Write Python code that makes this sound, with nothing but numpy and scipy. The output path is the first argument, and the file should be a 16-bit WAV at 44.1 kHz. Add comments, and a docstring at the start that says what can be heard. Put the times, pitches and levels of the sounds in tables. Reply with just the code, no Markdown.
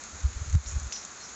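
"""Light rain on a farmyard

Far rain on the grass is a soft wash; close by, small drops tick and a few land with dull taps.
Gusts shake the microphone into a low rumble, and the hardest puff makes the recorder's gain
control duck for a moment. A few fat drops splash and set metal ringing; a faint whistle follows."""
import sys
import numpy as np
from scipy import signal
from scipy.fft import rfft, irfft
from scipy.io import wavfile
from scipy.ndimage import uniform_filter1d

SR = 44100
rng = np.random.default_rng(int(sys.argv[2]) if len(sys.argv) > 2 else 0)


def to_wav(s):
    """Save 16-bit WAV."""
    ch = np.atleast_2d(s).T  # columns
    pcm = np.round(np.clip(ch, -1, 1) * 32767)  # PCM
    wavfile.write(sys.argv[1], SR, pcm.astype(np.int16))


N = 59535
T = np.arange(N) / SR


def amp(db):
    """Turns decibels into a number to multiply by."""
    return 10 ** (np.asarray(db) / 20)


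def unit(x):
    """Scales a signal to an average power of 1."""
    return x / np.sqrt(np.mean(x ** 2) + 1e-20)


def colour(x, points):
    """Makes some frequencies stronger and others weaker, following rows of (Hz, dB)."""
    hz, db = np.transpose(points)
    curve_db = np.interp(np.log(np.fft.rfftfreq(2 * N, 1 / SR) + 1), np.log(hz), db)
    return irfft(rfft(x, 2 * N) * unit(amp(curve_db)))[:N]


def noise(points):
    """Steady noise with the given tone colour."""
    return unit(colour(rng.standard_normal(N), points))


def steadied(x):
    """Evens out most of the chance swelling in a noise."""
    return unit(x / np.sqrt(abs(signal.hilbert(x)) ** 2 + 0.9))


def drift(hz):
    """A smooth random wobble; more Hz makes it faster."""
    keep_slow = np.exp(-(np.fft.rfftfreq(N, 1 / SR) / hz) ** 2)
    return unit(irfft(rfft(rng.standard_normal(N)) * keep_slow, N))


def strike(start, decay, rise=1 / SR):
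    """The loudness of a hit: it climbs straight up, then dies away. Times are in seconds."""
    age = T - start
    return np.clip(age / rise, 0, 1) * np.exp(-np.maximum(age - rise, 0) / decay)


# The tone colour of far rain. Each row: frequency in Hz, relative level in dB.
FAR_RAIN_COLOUR = [(30, -27), (60, -5), (140, -9.5), (225, -2), (330, -8), (550, -7.5), (950, -6.5),
                   (1350, -2.5), (2000, -8.5), (2450, -9), (2900, -16), (4200, -9.5), (4900, -13.5),
                   (6000, -8), (6800, 0.5), (7300, -8), (7900, -22.5), (8400, -45)]

def far_rain():
    """Countless far drops blur into a soft hiss that flickers slightly."""
    level_db, patch_db, flicker_db = -45.5, 0.1, 0.5
    _, _, grid = signal.stft(rng.standard_normal(N), SR, nperseg=512)
    patches = uniform_filter1d(rng.standard_normal(grid.shape), size=7, axis=0)  # blur across pitch
    patches = unit(uniform_filter1d(patches, size=9, axis=1))  # and across time
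    hiss = signal.istft(grid * amp(patch_db * patches))[1][:N]
    return amp(level_db + flicker_db * drift(hz=25.9)) * unit(colour(hiss, FAR_RAIN_COLOUR))


# The tone colour of a small drop. Each row: frequency in Hz, relative level in dB.
TICK_COLOUR = [(1000, -31.5), (3000, -14.5), (4300, -12), (5500, -13), (6300, 2), (6900, -0.5),
               (7500, -0.5), (8300, -28.5)]
# The nearest small drops. Each row: start in seconds, level in dB, pitch in Hz.
NEAR_DROPS = [(0.0371, -37, 6950), (0.203, -44, 6000), (0.232, -45, 7100), (0.4972, -38, 6750),
              (.527, -39, 6750), (0.551, -38.5, 6500), (0.6852, -41, 6800), (0.711, -39, 6900),
              (0.7984, -39, 7300), (0.8304, -42.5, 6720), (1.05, -36.5, 7000), (1.2888, -43, 6800)]

def small_drops():
    """Small drops tick with a short wet tail: a random patter, and near ones with their own pitch."""
    drops_per_s, patter_db, tail_s = 470, -53, 0.008
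    sizes = amp(-2.5 * np.minimum(rng.exponential(1, N), 3))
    landings = sizes * (rng.random(N) < drops_per_s / SR)
    tick_power = strike(0, decay=0.0004) ** 2 + (amp(1) * strike(0, tail_s)) ** 2
    patter_power = abs(signal.fftconvolve(landings ** 2, tick_power)[:N])  # one tick per landing
    out = amp(patter_db) * unit(np.sqrt(patter_power)) * noise(TICK_COLOUR)
    for start, db, hz in NEAR_DROPS:
        rough_tone = np.sin(2 * np.pi * hz * T + drift(hz=480))
        ping = rough_tone * strike(start, decay=0.00079, rise=0.0017)
        wet_tail = amp(-1.5) * strike(start, tail_s) * noise(TICK_COLOUR)
        out += amp(db) * (2 * ping + wet_tail)
    return signal.sosfilt(signal.butter(6, 7900, fs=SR, output="sos"), out)  # soften above 7900 Hz


# The wind's strength at the microphone. Each row: time in seconds, level in dB.
GUST_LEVELS = [(0, -59), (.115, -62), (.132, -44), (.195, -47), (.235, -43), (.285, -38), (.31, -46),
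               (.345, -48.5), (.37, -30.5), (.395, -46), (.42, -32), (.445, -49), (.47, -29), (0.524, -37),
               (.542, -31), (.585, -33.5), (.605, -36.5), (.65, -55.5), (.672, -27), (.705, -39),
               (.745, -33), (.8, -37.5), (.865, -33), (.882, -40), (.9, -64), (1.001, -70), (1.2, -75),
               (1.35, -66)]
# The tone colour of the rumble. Each row: frequency in Hz, relative level in dB.
RUMBLE_COLOUR = [(20, -29.5), (40, -19.5), (62, -1), (80, -3), (110, -9.5), (160, -13.5), (260, -48),
                 (500, -64.5), (1500, -86)]

def gusts():
    """Swirling air shakes the microphone at a low, wandering pitch."""
    shake_hz, top_hz = 62 * (1 + 0.2 * drift(hz=45.7)), 160
    shake = unit(np.sin(2 * np.pi * np.cumsum(shake_hz) / SR))
    rumble = unit(shake + amp(-5) * noise(RUMBLE_COLOUR))
    times, db = np.transpose(GUST_LEVELS)
    strength = amp(np.interp(T, times, db))
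    return signal.sosfiltfilt(signal.butter(2, top_hz, fs=SR, output="sos"), strength * rumble)


# Hard puffs of wind. Each row: time of the peak in seconds, level in dB, pitch in Hz,
# extra pitch at the peak in Hz, half the length in seconds.
HARD_PUFFS = [(0.256, -15.5, 63.3, 4.8, 0.013), (0.5578, -10.5, 68, 58.6, 0.018),
              (0.769, -18.5, 62, 10, .015)]
# The tone colour of tearing air. Each row: frequency in Hz, relative level in dB.
TEAR_COLOUR = [(50, -30), (125, 5.5), (180, -2), (250, -7.5), (340, -17), (500, -27.5), (1200, -33),
               (2500, -44), (6000, -54)]

def puffs():
    """A hard puff shoves the microphone for a swing or two, quickening and tearing at its peak."""
    crest_s = 0.0037
    out = np.zeros(N)
    for peak, db, hz, extra_hz, half_length in HARD_PUFFS:
        from_peak = T - peak
        push = amp(db) * np.exp(-(from_peak / half_length) ** 2)
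        quickening = extra_hz * crest_s * np.tanh(from_peak / crest_s)
        cycles = hz * from_peak + quickening + 0.049 * drift(hz=51.5)
        tearing = amp(-13) * push ** 2 * steadied(noise(TEAR_COLOUR))
        out += tearing - push * np.sin(2 * np.pi * cycles)
    return out


# Drops that land with a dull tap. Each row: start in seconds, level in dB, middle frequency in Hz.
DULL_TAPS = [(.333, -41, 2600), (0.527, -41.5, 2000), (0.551, -31.5, 1310), (1.03, -39.5, 3780),
             (1.175, -40, 3500)]

def taps():
    """Drops landing close by make short, dull knocks with no ring."""
    step_octaves = 0.48
    out = np.zeros(N)
    for start, db, hz in DULL_TAPS:
        band = [(hz * 2 ** (k * step_octaves), -6 * k ** 2) for k in range(-3, 4)]
        out += amp(db) * strike(start, decay=0.00098) * steadied(noise(band))
    return out


# Fat drops. Each row: start, the crack's level and rise, the spray's level, rise and decay,
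# then the ring's level, rise and decay. Levels are in dB, times in seconds.
FAT_DROPS = [(0.661, -35.5, 0.00022, -39, .014, .055, -41, 0.0034, 0.036),
             (0.9233, -28, 0.00058, -34, .003, 0.009, -35, .003, 0.049),
             (.948, -43, 0.019, -45, 0.016, .02, -41.5, 0.023, .03),
             (1.201, -54, .01, -62.5, .01, .03, -46, 0.039, .035)]
# The tone colours of the crack, the spray and the ring. Each row: frequency in Hz, relative level in dB.
CRACK_COLOUR = [(800, -20.5), (1700, -15), (2200, -8.5), (3000, -0.5), (4100, 4), (5500, 0), (7000, -18),
                (8300, -37.5)]
SPRAY_COLOUR = [(1500, -40.5), (3000, -25), (4800, -21.5), (5800, -7.5), (6800, 22.5), (7400, 14),
                (8300, -41)]
RING_COLOUR = [(4000, -36), (4950, -21), (5080, 4), (5400, 0), (5700, 4.5), (6020, 7), (6120, -10.5),
               (6800, -6), (7600, -50)]
# The metal's notes that stand out from its ring. 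Each row: pitch in Hz, relative level in dB.
METAL_NOTES = [(5385, -11), (5578, -16), (5612, 13), (5768, 5.5), (6014, 12.5)]

def metal_ring():
    """Struck metal shakes at many close pitches at once, and a few stand out."""
    notes = sum(amp(db) * np.sin(2 * np.pi * (hz * T + rng.random()) + drift(hz=69.5))
                for hz, db in METAL_NOTES)
    return unit(noise(RING_COLOUR) + amp(-8.5) * unit(notes))


def splashes():
    """Each fat drop lands with a crack, scatters a grainy spray and sets the metal ringing."""
    out = np.zeros(N)
    for (start, crack_db, crack_rise, spray_db, spray_rise, spray_decay,
         ring_db, ring_rise, ring_decay) in FAT_DROPS:
        snap = strike(start, decay=0.0008, rise=crack_rise)
        tail = amp(-18) * strike(start, decay=0.05, rise=crack_rise)
        out += amp(crack_db) * (snap + tail) * steadied(noise(CRACK_COLOUR))
        spray = unit(steadied(noise(SPRAY_COLOUR)) * amp(1.2 * drift(hz=300)))
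        out += amp(spray_db) * strike(start, spray_decay, spray_rise) * spray
        out += amp(ring_db) * strike(start, ring_decay, ring_rise) * metal_ring()
    return out


# A thin whistle. One row: time of the peak in seconds, length in seconds, pitch in Hz, level in dB.
FAR_WHISTLE = (1.214, .042, 4245, -48)

def whistle():
    """One faint, far note swells and fades at a steady pitch."""
    peak, length, hz, db = FAR_WHISTLE
    swell = np.exp(-(2 * (T - peak) / length) ** 2)
    return amp(db) * swell * np.sin(2 * np.pi * hz * T)


def scene():
    """Rain, a whistle and wind meet at one microphone."""
    rain = far_rain() + small_drops() + taps() + splashes()
    return (rain + whistle() + gusts() + puffs())[None]


def record(dry):
    """The recorder turns loud moments down fast, recovers slowly and cuts the highest treble."""
    threshold_db, cut_share, recover_db_per_s, sense_s, top_hz = -19, 0.9, 33, 0.009, 8450
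    level_db = 10 * np.log10(abs(uniform_filter1d(dry[0] ** 2, int(sense_s * SR))) + 1e-12)
    wanted_cut_db = cut_share * np.maximum(level_db - threshold_db, 0)
    recovery_db = T * recover_db_per_s
    cut_db = np.maximum.accumulate(wanted_cut_db + recovery_db) - recovery_db  # each cut eases off
    lag = np.exp(-1 / (sense_s * SR))
    smooth_cut_db = signal.lfilter([1 - lag], [1, -lag], cut_db)
    treble_cut = signal.firwin(511, top_hz, window=("kaiser", 9), fs=SR)
    return signal.oaconvolve(dry * amp(-smooth_cut_db), treble_cut[None], "same")


dry = scene()
out = record(dry)
to_wav(out)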